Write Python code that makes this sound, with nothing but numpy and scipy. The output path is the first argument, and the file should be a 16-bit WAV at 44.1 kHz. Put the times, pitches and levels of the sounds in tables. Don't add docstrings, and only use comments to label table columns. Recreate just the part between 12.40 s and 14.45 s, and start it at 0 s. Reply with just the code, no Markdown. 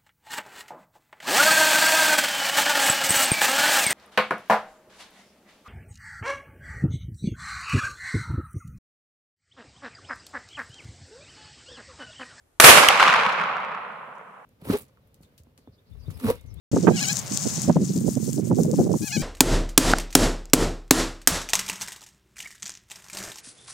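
import sys
import numpy as np
from scipy import signal
from scipy.io import wavfile

SR = 44100
rng = np.random.default_rng(int(sys.argv[2]) if len(sys.argv) > 2 else 0)


def unload_wav(signal):
    wavfile.write(
        sys.argv[1],
        SR,
        np.round(np.clip(np.atleast_2d(signal).T, -1, 1) * 32767).astype(np.int16),
    )


N = 90404

# start_s, level_db, length_s, low_edge_hz
BLASTS = [(.1998, 2.5, .005, 500), (.242, 2, .006, 200)]
# time_s, level_db
BRUSH_LEVEL = [(.2, -12), (.21, -13), (.238, -11.5), (.244, -2.5), (.26, -3.5), (.29, -1), (.33, -8),
               (.36, -10.5), (.378, -9), (.4, -12.5), (.46, -17.5), (.57, -29.5), (.63, -20.5), (.74, -34),
               (.9, -42.5), (1.3, -68)]
# pitch_hz, relative_level_db
BRUSH_TONE = [(24, -55.5), (40, -21), (259, -11), (575, 0), (720, -1.5), (1280, -0.5), (2000, -3),
              (2560, -3), (4660, -14), (11200, -19), (15400, -38)]
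# pitch_hz, extra_loss_db_per_s
BRUSH_AIR = [(100, -1.5), (1000, -13), (4000, 0.5), (8000, 26.5), (12000, 49), (15000, 67)]
# peak_s, level_db, pitch_hz, left_over_right_db
SLAPS = [(0.2243, -7, 1700, -2), (0.3741, -3.5, 660, 0.0), (0.383, -5.5, 1380, -2.5),
         (0.4306, -10.5, 1400, -4.0), (0.4351, -10.5, 1000, -2.0), (0.4388, -7.5, 1070, -4.5),
         (0.4471, -10.5, 2360, -3.5), (0.4902, -9.5, 2110, -4.5), (0.5032, -9.5, 750, 0.0),
         (0.5083, -7.5, 860, -2.5), (0.5986, -5.5, 1280, -1.0), (0.6035, -5.5, 1300, -1.5),
         (0.6079, -6.5, 1430, -1.5), (0.6166, -11, 1460, -2), (0.6278, -0.5, 1010, -2.0),
         (0.6389, -6.5, 1590, -3.0), (0.654, -14, 2000, -2), (0.664, -13, 2600, -2), (0.668, -11, 1300, -2),
         (0.6769, -6.5, 1170, -1.0), (0.682, -4.5, 1160, -2.5), (0.6877, -11.5, 1730, -0.5),
         (0.6935, -12, 2800, -1), (0.6994, -8.5, 1480, -3.0), (0.7255, -13, 1900, -1),
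         (0.7288, -6.5, 1240, -0.5), (0.7392, -4.5, 1290, -3.0), (0.7617, -10.5, 990, -3.5),
         (0.7992, -12.5, 1210, -2.5), (0.8116, -13.5, 1400, 1.0), (0.8349, -13.5, 1070, 1.0),
         (0.852, -13.5, 1040, 0.5), (0.8637, -9.5, 1080, 1.5), (0.8911, -15.5, 1290, 1.0),
         (0.8957, -15.5, 1150, 2.0), (0.9209, -20.5, 1680, -1.0), (0.9249, -16.5, 1130, 1.0),
         (0.932, -15.5, 1080, -1.0), (0.9991, -16.5, 1080, 0.5), (1.014, -15.5, 1450, -4.5),
         (1.0382, -16.5, 1180, -1.0), (1.1684, -19.5, 1350, -2.0), (1.2026, -24.5, 1120, -2.0),
         (1.2486, -23.5, 1110, -0.5), (1.3171, -27.5, 1040, -1.5), (1.3489, -23.5, 1140, -2.5)]
# time_s, level_db
WOOD_LEVEL = [(.3, -15), (.45, -23), (.52, -18.5), (.58, -21.5), (.65, -20), (.75, -18), (.85, -21.5),
              (.95, -24.5), (1.1, -26.5), (1.4, -33.5), (1.7, -40.5), (2.05, -49)]
# pitch_hz, relative_level_db
WOOD_TONE = [(59, -60), (100, -24.5), (159, -13.5), (241, -14.5), (301, -28), (477, -8), (631, -8),
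             (1080, 0), (1330, -1.5), (1790, -9.5), (2470, -11), (9250, -57.5), (12000, -62.5),
             (15600, -94.5), (22000, -120)]
# pitch_hz, extra_loss_db_per_s
WOOD_AIR = [(100, -8.5), (400, -3), (1000, 0), (3000, 9.5), (6000, 31.5), (15000, 46)]
# peak_s, level_db, pitch_hz
THUMPS = [(0.248, -18.5, 150), (.303, -27.5, 190), (0.374, -23, 175), (0.687, -31.5, 165), (0.78, -55, 207),
          (0.868, -31.5, 199), (1.006, -33.5, 190), (1.043, -34, 193), (1.355, -46.5, 201),
          (1.713, -59, 167), (1.887, -52, 172)]
# pitch_hz, likeness (1 = the same, 0 = unrelated)
LIKENESS = [(60, 0.97), (130, 0.99), (290, 0.92), (640, 0.65), (1410, 0.46), (3090, 0.15), (6800, -0.04),
            (15000, -0.11)]
# start_s, level_db
TICKS = [(1.29, -57), (1.523, -54), (1.754, -52), (1.762, -55), (1.783, -52)]
# pitch_hz, relative_level_db
HISS_TONE = [(150, -8), (330, 0), (1000, -6), (3000, -16), (5000, -19), (8000, -16), (11500, -17),
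             (15000, -26)]

SHOT_S = .1998
SNAP_S, SNAP_DB, SNAP_HZ, SNAP_LENGTH_S, SNAP_FIZZ_DB = .4864, 8, 3000, .0016, -2
BRUSH_LIKENESS = .4
BRUSH_PAN_DB, WOOD_PAN_DB = -2.5, -1.5
BRUSH_LAG = 6
BRUSH_LOW_CUT_HZ, FAR_LOW_CUT_HZ = 51, 103.6
SLAP_RISE_S, SLAP_LAG_S = .001, 4e-5
SLAP_ROUGH, SLAP_TAIL = .75, .65
SLAP_TOP_HZ, SLAP_DULL = 2524, .42
THUMP_RISE_S = .00754
HISS_DB, RUMBLE_DB, RUMBLE_TOP_HZ = -68.5, -68, 90
TOP_EDGE_HZ = 15600


def amp(db):
    return 10 ** (np.asarray(db) / 20)


def read(points, hz):
    point_hz, value = np.transpose(points)
    return np.interp(np.log(hz + 1), np.log(point_hz + 1), value)


def pan(db):
    return np.array([[db / 2], [-db / 2]])


def add(mix, start_s, sound):
    part = mix[:, round(start_s * SR):][:, :sound.shape[1]]
    part += sound[:, :part.shape[1]]


def band_pass(order, low_hz, high_hz, sound):
    sos = signal.butter(order, [low_hz, high_hz], "band", fs=SR, output="sos")
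    return signal.sosfilt(sos, sound)


def low_cut(order, hz, sound):
    return signal.sosfilt(signal.butter(order, hz, "high", fs=SR, output="sos"), sound)


def blast(db, length_s, low_hz):
    t = np.arange(900) / SR
    grit = rng.standard_normal((2, 900))
    ragged = band_pass(1, low_hz, 3000, grit + grit[::-1] * .5)
    u = t / .00046
    ragged = 2 * ragged * np.minimum(u, 1) * np.exp(-(t / length_s) ** 2)
    pressure = (1 - u) * np.exp(-u)
    return amp(db) * (ragged - pressure)


def snap():
    t = np.arange(400) / SR
    shape = np.minimum(t / .0003, 1) * np.exp(-(t / SNAP_LENGTH_S) ** 4)
    fizz = band_pass(1, 3000, 9000, rng.standard_normal((2, 400)))
    return amp(SNAP_DB) * shape * (np.sin(2 * np.pi * SNAP_HZ * t) + fizz * amp(SNAP_FIZZ_DB))


def scatter(spread_db, likeness):
    per_s, share = 300, .2
    strike = rng.random(N) < per_s / SR
    size = amp(spread_db * np.minimum(rng.exponential(1, N), 4)) * strike
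    power = signal.oaconvolve(size ** 2, np.hanning(130), "same").clip(0)
    level = np.sqrt(1 - share + share * power / np.mean(power))
    noise = rng.standard_normal((2, N)) * level
    hz, t, (left, other) = signal.stft(noise, SR, nperseg=1024, noverlap=768)
    c = np.clip(likeness * read(LIKENESS, hz), -1, 1)[:, None]
    right = c * left + np.sqrt(1 - c ** 2) * other
    return hz, t, np.array([left, right])


def echo(level, tone, air, at_s, pan_db, field):
    hz, t, bands = field
    gain = amp(read(tone, hz))[:, None]
    gain = gain / np.sqrt(np.mean(gain ** 2))
    air_gain = amp(-read(air, hz)[:, None] * (t - at_s))
    sound = signal.istft(bands * gain * air_gain, SR, nperseg=1024, noverlap=768)[1][:, :N]
    s = np.arange(N) / SR
    shape = amp(np.interp(s, *np.transpose(level))) * (s > level[0][0])
    return sound * shape * amp(pan(pan_db))


def brush_roar():
    field = scatter(3.0, BRUSH_LIKENESS)
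    left, right = echo(BRUSH_LEVEL, BRUSH_TONE, BRUSH_AIR, .47, BRUSH_PAN_DB, field)
    return low_cut(4, BRUSH_LOW_CUT_HZ, np.array([np.roll(left, BRUSH_LAG), right]))


def slap(peak_s, db, hz, pan_db):
    lag_s = np.array([[SLAP_LAG_S], [0]])
    u = (np.arange(700) / SR - lag_s) / SLAP_RISE_S - 2
    body = np.exp(-np.where(u < 0, u, u * SLAP_TAIL) ** 2)
    body = body * -np.sin(2 * np.pi * hz * u * SLAP_RISE_S + 1)
    grit = rng.standard_normal((2, 700))
    ragged = (grit[:1] + .5 * grit) * np.exp(-np.where(u < 0, u, u * SLAP_TAIL / 2) ** 2)
    top_hz = np.clip(SLAP_TOP_HZ / peak_s ** SLAP_DULL, 1500, 9000)
    ragged = band_pass(2, 900, top_hz, ragged)
    return amp(db + pan(pan_db)) * (body + SLAP_ROUGH * ragged)


def far_wood():
    return echo(WOOD_LEVEL, WOOD_TONE, WOOD_AIR, 1.176, WOOD_PAN_DB, scatter(2.5, 1))


def thump(db, hz):
    u = np.arange(3000) / SR / THUMP_RISE_S
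    swell = (u * np.exp(1 - u)) ** 2
    return amp(db) * (swell * np.sin(2 * np.pi * hz * u * THUMP_RISE_S))[None]


def tick(db):
    t = np.arange(400) / SR
    treble = band_pass(2, 5000, 9500, rng.standard_normal((2, 400)))
    return amp(db) * treble * np.exp(-t / .0016)


def still_air():
    hz, t, bands = signal.stft(rng.standard_normal((2, N)), SR, nperseg=2048)
    hiss = signal.istft(bands * amp(read(HISS_TONE, hz))[:, None], SR, nperseg=2048)[1][:, :N]
    rumble = band_pass(2, 30, RUMBLE_TOP_HZ, rng.standard_normal(N))
    fade = np.clip((SHOT_S + .1 - np.arange(N) / SR) * 10, 0, 1)
    return amp(HISS_DB) * hiss / hiss.std() + amp(RUMBLE_DB) * rumble / rumble.std() * fade


def scene():
    near = brush_roar()
    for start_s, *row in BLASTS:
        add(near, start_s, blast(*row))
    add(near, SNAP_S, snap())

    far = far_wood()
    for peak_s, *row in SLAPS:
        add(far, peak_s - 2 * SLAP_RISE_S, slap(peak_s, *row))
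    for peak_s, *row in THUMPS:
        add(far, peak_s - THUMP_RISE_S, thump(*row))
    for start_s, db in TICKS:
        add(far, start_s, tick(db))
    far = low_cut(6, FAR_LOW_CUT_HZ, far)
    return near + far + still_air()


def record(dry):
    low_pass = signal.firwin(255, TOP_EDGE_HZ, window=("kaiser", 8), fs=SR)
    limited = signal.oaconvolve(np.clip(dry, -1, 1), low_pass[None], "same")
    return np.clip(limited, -1, 1)


dry = scene()
out = record(dry)
unload_wav(out)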